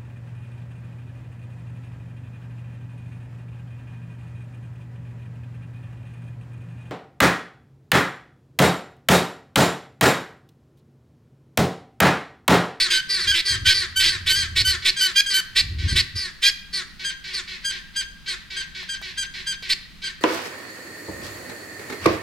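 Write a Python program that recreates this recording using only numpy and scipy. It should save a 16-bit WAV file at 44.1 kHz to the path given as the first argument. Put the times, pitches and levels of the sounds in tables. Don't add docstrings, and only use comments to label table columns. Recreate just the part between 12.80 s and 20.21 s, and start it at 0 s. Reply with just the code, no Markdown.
import sys
import numpy as np
from scipy import signal
from scipy.fft import rfft, irfft, next_fast_len
from scipy.io import wavfile
from scipy.ndimage import uniform_filter1d, map_coordinates

SR = 44100
rng = np.random.default_rng(int(sys.argv[2]) if len(sys.argv) > 2 else 0)


def file_out(sig):
    cols = np.atleast_2d(sig).T
    lim = np.clip(cols, -1, 1)
    pcm = np.round(lim * 32767).astype(np.int16)
    wavfile.write(sys.argv[1], SR, pcm)


N = 326781
LEAD_S = .03

# start_s, length_s, level_db
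PIPES = [(0.103, 0.083, -22.5), (0.68, 0.078, -23), (1.228, 0.083, -25), (1.558, 0.079, -23),
         (2.166, 0.067, -25), (2.461, 0.069, -25), (3.081, 0.04, -27.5), (4.246, 0.062, -25),
         (4.847, 0.068, -24), (5.162, 0.054, -23), (5.478, 0.03, -29), (5.766, 0.054, -27),
         (6.091, 0.062, -27), (6.377, 0.06, -24.5), (6.669, 0.062, -24.5), (7.239, 0.045, -29)]
# start_s, length_s, whistle_db, bark_db, tilt_db_per_octave
YELPS = [(0.474, 0.045, -17.5, -28, -3.5), (0.86, 0.053, -19, -23, -2), (2.36, 0.049, -14, -27.5, -1.5),
         (3.633, .057, -17, -19, -1)]
# freq_hz, gain_db
CROAK_THROAT = [(270, -36), (380, -6), (500, -98), (900, -2), (1200, -12.5), (1370, -6.5), (1800, 8.5),
                (2570, 6), (2980, 5), (3850, 8), (4600, 6.5), (6270, -9), (9000, -20.5), (15000, -32)]


def amp(db):
    return 10 ** (np.asarray(db) / 20)


def unit(x):
    return x / np.sqrt(np.mean(x ** 2) + 1e-20)


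def along(points, hz):
    freq_hz, values = np.transpose(points)
    return np.interp(np.log(hz + 1), np.log(freq_hz), values)


def wobble(rate_hz, n):
    knots = rng.standard_normal(int(n * rate_hz / SR) + 4)
    return map_coordinates(knots, [np.arange(n) * rate_hz / SR], mode="nearest")


def filtered(x, response):
    n = x.shape[-1]
    padded = next_fast_len(n + 4096)
    return irfft(rfft(x, padded) * response(np.fft.rfftfreq(padded, 1 / SR)), padded)[..., :n]


def coloured(x, points):
    return unit(filtered(x, lambda hz: amp(along(points, hz))))


def stereo(mid, side, side_db):
    return np.array([mid + amp(side_db) * side, mid - amp(side_db) * side])


def rush(spectrum, side_db):
    mid, side = coloured(rng.standard_normal((2, N)), spectrum)
    return unit(stereo(mid, side, side_db))


def add(track, start_s, sound):
    start = round(start_s * SR)
    sound = sound[max(0, -start):]
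    part = track[max(0, start):][:len(sound)]
    part += sound[:len(part)]


def placed(x, left_lead_samples, left_db):
    sides = np.array([[1], [-1]])
    shifted = filtered(x, lambda hz: np.exp(1j * np.pi * hz * sides * left_lead_samples / SR))
    return amp(sides * left_db / 2) * shifted


def gesture(length_s, attack_s, release_s, fade_db):
    t = np.arange(SR // 4) / SR - LEAD_S
    u = np.clip(t / length_s, 0, 1)
    swell = (1 + np.tanh(t / attack_s)) / 2
    stop = (1 - np.tanh((t - length_s) / release_s)) / 2
    return u, swell * stop * amp(-fade_db * u ** 2)


def resonate(x, centre_hz, width_hz):
    turn = np.exp(2j * np.pi * np.cumsum(centre_hz) / SR)
    pole = np.exp(-np.pi * width_hz / SR)
    return 2 * np.real(turn * signal.lfilter([1 - pole], [1, -pole], x / turn))


def steady(x):
    power = uniform_filter1d(x ** 2, size=350)
    return x / np.sqrt(np.abs(power) + 1e-12)


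def rasp(pulse_hz, throat, jitter, breath, puff_cycles, smear_s):
    n = len(pulse_hz)
    cycles = np.cumsum(pulse_hz * (1 + jitter * wobble(400, n))) / SR
    slaps = np.diff(np.floor(cycles), prepend=0)
    slaps = filtered(slaps, lambda hz: np.exp(2j * np.pi * smear_s * 4000 * np.exp(-hz / 4000)))
    puffs = np.exp(-(cycles % 1) / puff_cycles) * rng.standard_normal(n)
    puffs = filtered(puffs, lambda hz: hz ** 2 / (hz ** 2 + 1300 ** 2))
    return coloured(unit(slaps) + breath * unit(puffs), throat)


def bark(length_s, pulse_hz):
    # freq_hz, gain_db
    throat = [(270, -8), (380, -10), (500, -57), (850, -17.5), (1150, -13.5), (1400, -9.5), (1900, 4.5),
              (2650, 1), (3000, -1.5), (5200, -1), (6000, -12.5), (8300, -10), (11000, -19.5), (15500, -26)]
    u, envelope = gesture(length_s, attack_s=.0065, release_s=.0035, fade_db=1)
    contour_hz = pulse_hz * (1 + .027 * np.sin(np.pi * u) - .059 * u)
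    voice = rasp(contour_hz, throat, jitter=.025, breath=.9, puff_cycles=.55, smear_s=.002)
    beak_hz = 10.7 * pulse_hz * (1 + .35 * (np.sqrt(u) - .72))
    beak = resonate(voice, beak_hz, width_hz=540)
    opening = 1 + 4 * np.sqrt(u)
    return envelope * steady(voice + opening * beak)


def barks():
    # start_s, length_s, level_db, pulse_hz
    calls = [(.0, 0.036, -18.5, 383.8), (.105, 0.078, -20.5, 357.4), (0.543, 0.07, -19, 338.7),
             (0.864, 0.071, -16.5, 379.5), (1.199, .05, -18, 379), (1.237, 0.063, -18, 341.2),
             (1.468, 0.059, -18, 375.2), (1.763, 0.06, -16.5, 381), (2.054, .052, -15.5, 378.3),
             (2.762, .052, -14.5, 386.3), (3.161, 0.053, -15.5, 379), (6.898, 0.039, -17, 385.2)]
    track = np.zeros(N)
    for start_s, length_s, level_db, pulse_hz in calls:
        add(track, start_s - LEAD_S, amp(level_db) * bark(length_s, pulse_hz))
    for start_s, length_s, _, bark_db, _ in YELPS:
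        add(track, start_s - .0062 - LEAD_S, amp(bark_db) * bark(length_s + .019, pulse_hz=393.6))
    return track


def churrs():
    # start_s, length_s, level_db
    calls = [(.0, 0.087, -20), (0.297, .115, -21.5), (0.397, 0.079, -24.5), (0.656, 0.11, -22.5),
             (0.941, 0.12, -21.5), (1.237, 0.14, -24), (1.55, .12, -24.5), (1.87, 0.093, -21),
             (2.197, 0.12, -23), (2.502, .105, -23.5), (3.089, .098, -29), (3.359, 0.14, -28),
             (3.935, 0.089, -25), (4.54, 0.074, -26), (5.486, 0.07, -28), (7.244, 0.086, -36)]
    # freq_hz, gain_db
    throat = [(270, -32), (380, -5), (500, -10.5), (800, -27), (1130, -7), (1380, -7.5), (1850, 4.5),
              (2950, -5), (4900, 0), (6100, -6.5), (7800, -14.5), (9800, -18.5), (11500, -20.5),
              (15500, -30)]
    track = np.zeros(N)
    for start_s, length_s, level_db in calls:
        u, envelope = gesture(length_s, attack_s=.0072, release_s=.014, fade_db=9)
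        pulse_hz = 394 * (1 - .2 * u ** 3)
        voice = rasp(pulse_hz, throat, jitter=.018, breath=.6, puff_cycles=.5, smear_s=.002)
        sink = 1.06 - .32 * u ** 2.2 + .02 * wobble(70, len(u))
        beak_hz = (3905 + 4670 * length_s) * sink
        beak = resonate(voice, beak_hz, width_hz=300)
        beak += .65 * resonate(voice, 2.05 * beak_hz, width_hz=800)
        hollow = amp(9.5) * u ** 2 * resonate(voice, .41 * beak_hz, width_hz=290)
        dull = filtered(voice, lambda hz: 1 / (1 + (hz / 4500) ** 2))
        opening = 1.5 + 11 * np.exp(-((u - .3) / .35) ** 2)
        ragged = amp(2.5 * u * wobble(143.7, len(u)))
        churr = steady((1 - u) * voice + u * dull + opening * beak + hollow)
        add(track, start_s - LEAD_S, amp(level_db + 1) * envelope * ragged * churr)
    return track


def field_echo(x, early_db, early_s, bush_db, bush_s, side_db):
    # freq_hz, gain_db
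    scatter = [(300, 5.5), (1600, 2.5), (4500, -5), (7000, 1.5), (15000, -5.5)]
    # freq_hz, t60_s
    decay = [(300, 0.24), (1600, 0.84), (4500, 0.76), (8000, 0.34), (15000, 0.74)]
    hz, t, noise = signal.stft(rng.standard_normal((2, SR)), SR, nperseg=256)
    early = amp(early_db) * np.exp(-t / early_s)
    bushes = amp(bush_db) * np.exp(-((t - bush_s) / .022) ** 2)
    fade = amp(along(scatter, hz)[:, None] - 60 * t / along(decay, hz)[:, None])
    mid, side = signal.istft(noise * fade * (1 + early + bushes), SR, nperseg=256)[1]
    tail = stereo(mid, side, side_db)
    return signal.fftconvolve(x[None], tail / np.linalg.norm(tail[0]), axes=1)[:, :N]


def air():
    # freq_hz, gain_db
    spectrum = [(20, -2.5), (45, 1), (100, -11), (180, -5.5), (270, -16.5), (450, -27), (700, -30.5),
                (1500, -21), (4000, -21), (7000, -33.5), (15000, -42)]
    return amp(-46.5 + .42 * wobble(6.8, N)) * rush(spectrum, side_db=-3.5)


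def pipe_cracks():
    track = np.zeros(N)
    u, crack = gesture(.036, attack_s=.015, release_s=.0052, fade_db=6)
    _, scrape = gesture(.021, attack_s=.019, release_s=.005, fade_db=1)
    pulse_hz = 385 * (1 - .12 * u)
    for start_s, length_s, level_db in PIPES:
        voice = rasp(pulse_hz, CROAK_THROAT, jitter=.05, breath=.7, puff_cycles=.4, smear_s=.003)
        add(track, start_s + length_s - .011 - LEAD_S, amp(level_db - 8) * crack * voice)
        add(track, start_s - .003 - LEAD_S, amp(level_db - 10) * scrape * voice[::-1])
    return track


def whistles(calls, throat, glide, arch, fade_db, half_db, jitter, lowest_half_db=0):
    track = np.zeros(N)
    ratios = np.arange(2, 21)[:, None] / 2
    for start_s, length_s, level_db, pitch_hz, tilt_db_per_octave in calls:
        u, envelope = gesture(length_s, attack_s=.0053, release_s=.0013, fade_db=fade_db)
        n, centred = len(u), u - .5
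        unrest = jitter * (1 + 5 * (2 * centred) ** 4) * wobble(909, n)
        drift = .0011 * wobble(95, n)
        contour_hz = pitch_hz * (1 + glide * centred - arch * centred ** 2 + unrest + drift)
        partial_db = along(throat, ratios * pitch_hz) + tilt_db_per_octave * np.log2(ratios)
        partial_db += .55 * rng.standard_normal(ratios.shape)
        partial_db[1] += lowest_half_db
        phase = 2 * np.pi * np.cumsum(contour_hz) / SR
        partials = amp(partial_db) * envelope ** (ratios / 8) * np.sin(ratios * phase)
        halves = partials[1::2].sum(0) * amp(half_db + 8.6 * wobble(111, n))
        harmonic_rms = np.sqrt(np.sum(amp(partial_db[::2]) ** 2) / 2)
        note = (partials[::2].sum(0) + halves) / harmonic_rms
        flutter = amp(.55 * wobble(189, n))
        add(track, start_s - LEAD_S, amp(level_db) * envelope * note * flutter)
    return track


def pipes():
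    # freq_hz, gain_db
    throat = [(1600, 1), (3200, -0.5), (4800, -2), (6400, -10), (8000, -12.5), (9600, -19), (11200, -27.5),
              (15000, -38)]
    calls = []
    for start_s, length_s, level_db in PIPES:
        effort_db = level_db + 25
        pitch_hz, tilt_db_per_octave = 1599.4 + 2 * effort_db, 2 + .5 * effort_db
        calls.append((start_s, length_s, level_db, pitch_hz, tilt_db_per_octave))
    return amp(.7) * whistles(calls, throat, glide=-.025, arch=.065, fade_db=3, half_db=-29, jitter=.003)


def cries():
    # start_s, length_s, level_db, pitch_hz
    notes = [(0.132, 0.076, -23, 1536), (.515, 0.039, -21.5, 1549), (0.854, 0.083, -22, 1543),
             (1.162, 0.067, -18.5, 1543), (1.494, 0.065, -18.5, 1540), (1.849, .065, -19, 1529),
             (2.209, 0.064, -18, 1527), (2.538, 0.067, -18, 1538)]
    # freq_hz, gain_db
    throat = [(1530, 0), (3070, 6.5), (4600, 1), (6150, -7), (7700, -7.5), (9200, -9.5), (12300, -12),
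              (15400, -23)]
    # time_s, tilt_db_per_octave
    tilt = [(.9, -3.5), (1.12, 1.7)]
    calls = [(start_s, *rest, np.interp(start_s, *np.transpose(tilt))) for start_s, *rest in notes]
    return whistles(calls, throat, glide=.0026, arch=.0603, fade_db=2, half_db=-23, jitter=.0042)


def gusts():
    # time_s, level_db
    spells = [
        [(0.36, -67), (0.486, -31.5), (0.688, -72), (0.712, -32.5), (0.888, -29.5), (0.97, -45), (0.998, -43.5),
         (1.808, -34.5), (1.818, -30), (2.1, -49.5)],
        [(2.7, -56), (2.768, -50), (2.782, -36), (3.014, -28.5), (3.054, -22.5), (3.108, -30), (3.136, -17.5),
         (3.322, -49), (3.358, -29.5), (3.45, -59)],
    ]
    # freq_hz, gain_db
    spectrum = [(13, -42), (22, -23), (66, -6.5), (87, -2), (183, -25.5), (336, -31.5), (375, -31.5),
                (449, -59), (600, -49.5), (780, -82), (1320, -120)]
    push, t = np.zeros(N), np.arange(N) / SR
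    for spell in spells:
        time_s, level_db = np.transpose(spell)
        outside_s = t - np.clip(t, time_s[0], time_s[-1])
        push += amp(np.interp(t, time_s, level_db)) * np.exp(-(outside_s / .069) ** 2)
    return push * rush(spectrum, side_db=-18)


def yelps(pitch_hz=1615):
    # freq_hz, gain_db
    throat = [(1600, -8), (3250, 1), (4850, -0.5), (6500, -8), (8100, -15.5), (9700, -15), (11300, -18.5),
              (15000, -26)]
    calls = [(start_s, length_s, db, pitch_hz, tilt) for start_s, length_s, db, _, tilt in YELPS]
    return whistles(calls, throat, glide=.0354, arch=.0038, fade_db=-.5, half_db=-15.5, jitter=.0032,
                    lowest_half_db=7.5)


def croaks():
    # start_s, length_s
    calls = [(2.021, 0.059), (2.985, 0.13), (4.195, .08), (4.441, .13), (4.676, .099), (4.92, 0.067),
             (5.461, 0.093), (5.704, 0.13), (5.948, 0.1), (6.224, 0.098), (6.539, 0.088), (6.824, 0.072),
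             (7.22, 0.074)]
    track = np.zeros(N)
    for start_s, length_s in calls:
        u, envelope = gesture(length_s, attack_s=.0023, release_s=.0043, fade_db=5.5)
        pulse_hz = 384 * (1 - .16 * u ** 2)
        voice = rasp(pulse_hz, CROAK_THROAT, jitter=.02, breath=.7, puff_cycles=.6, smear_s=.0046)
        add(track, start_s - LEAD_S, amp(-36.5) * envelope * voice)
    return track


def stalks(t60_s=.07):
    # start_s, level_db
    ticks = [(6.028, -42), (6.215, -35.5), (6.445, -54), (6.824, -39.5)]
    track, t = np.zeros(N), np.arange(SR // 10) / SR
    for start_s, level_db in ticks:
        noise = coloured(rng.standard_normal(len(t)), [(200, -6), (900, 0), (3000, -8), (14000, -20)])
        add(track, start_s, amp(level_db - 3 - 60 * t / t60_s) * noise)
    return track


def scene():
    sends_db = -10.5, -8, -13.5, -7, 0.5
    nearest = barks() + yelps()
    second = pipe_cracks() + pipes()
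    third, churr, far = cries(), churrs(), croaks()
    direct = (placed(nearest, left_lead_samples=.91, left_db=-1.2)
              + placed(second, left_lead_samples=.73, left_db=.3)
              + placed(third, left_lead_samples=.71, left_db=-.3)
              + placed(churr, left_lead_samples=1, left_db=0)
              + far + stalks())
    scattered = sum(amp(db) * voice for db, voice in zip(sends_db, (nearest, second, third, churr, far)))
    echo = field_echo(scattered, early_db=8, early_s=.039, bush_db=-7.5, bush_s=.12, side_db=-3.5)
    return direct + echo + gusts() + air()


def record(dry):
    return filtered(dry, lambda hz: hz < 15900)


dry = scene()
out = record(dry)
file_out(out)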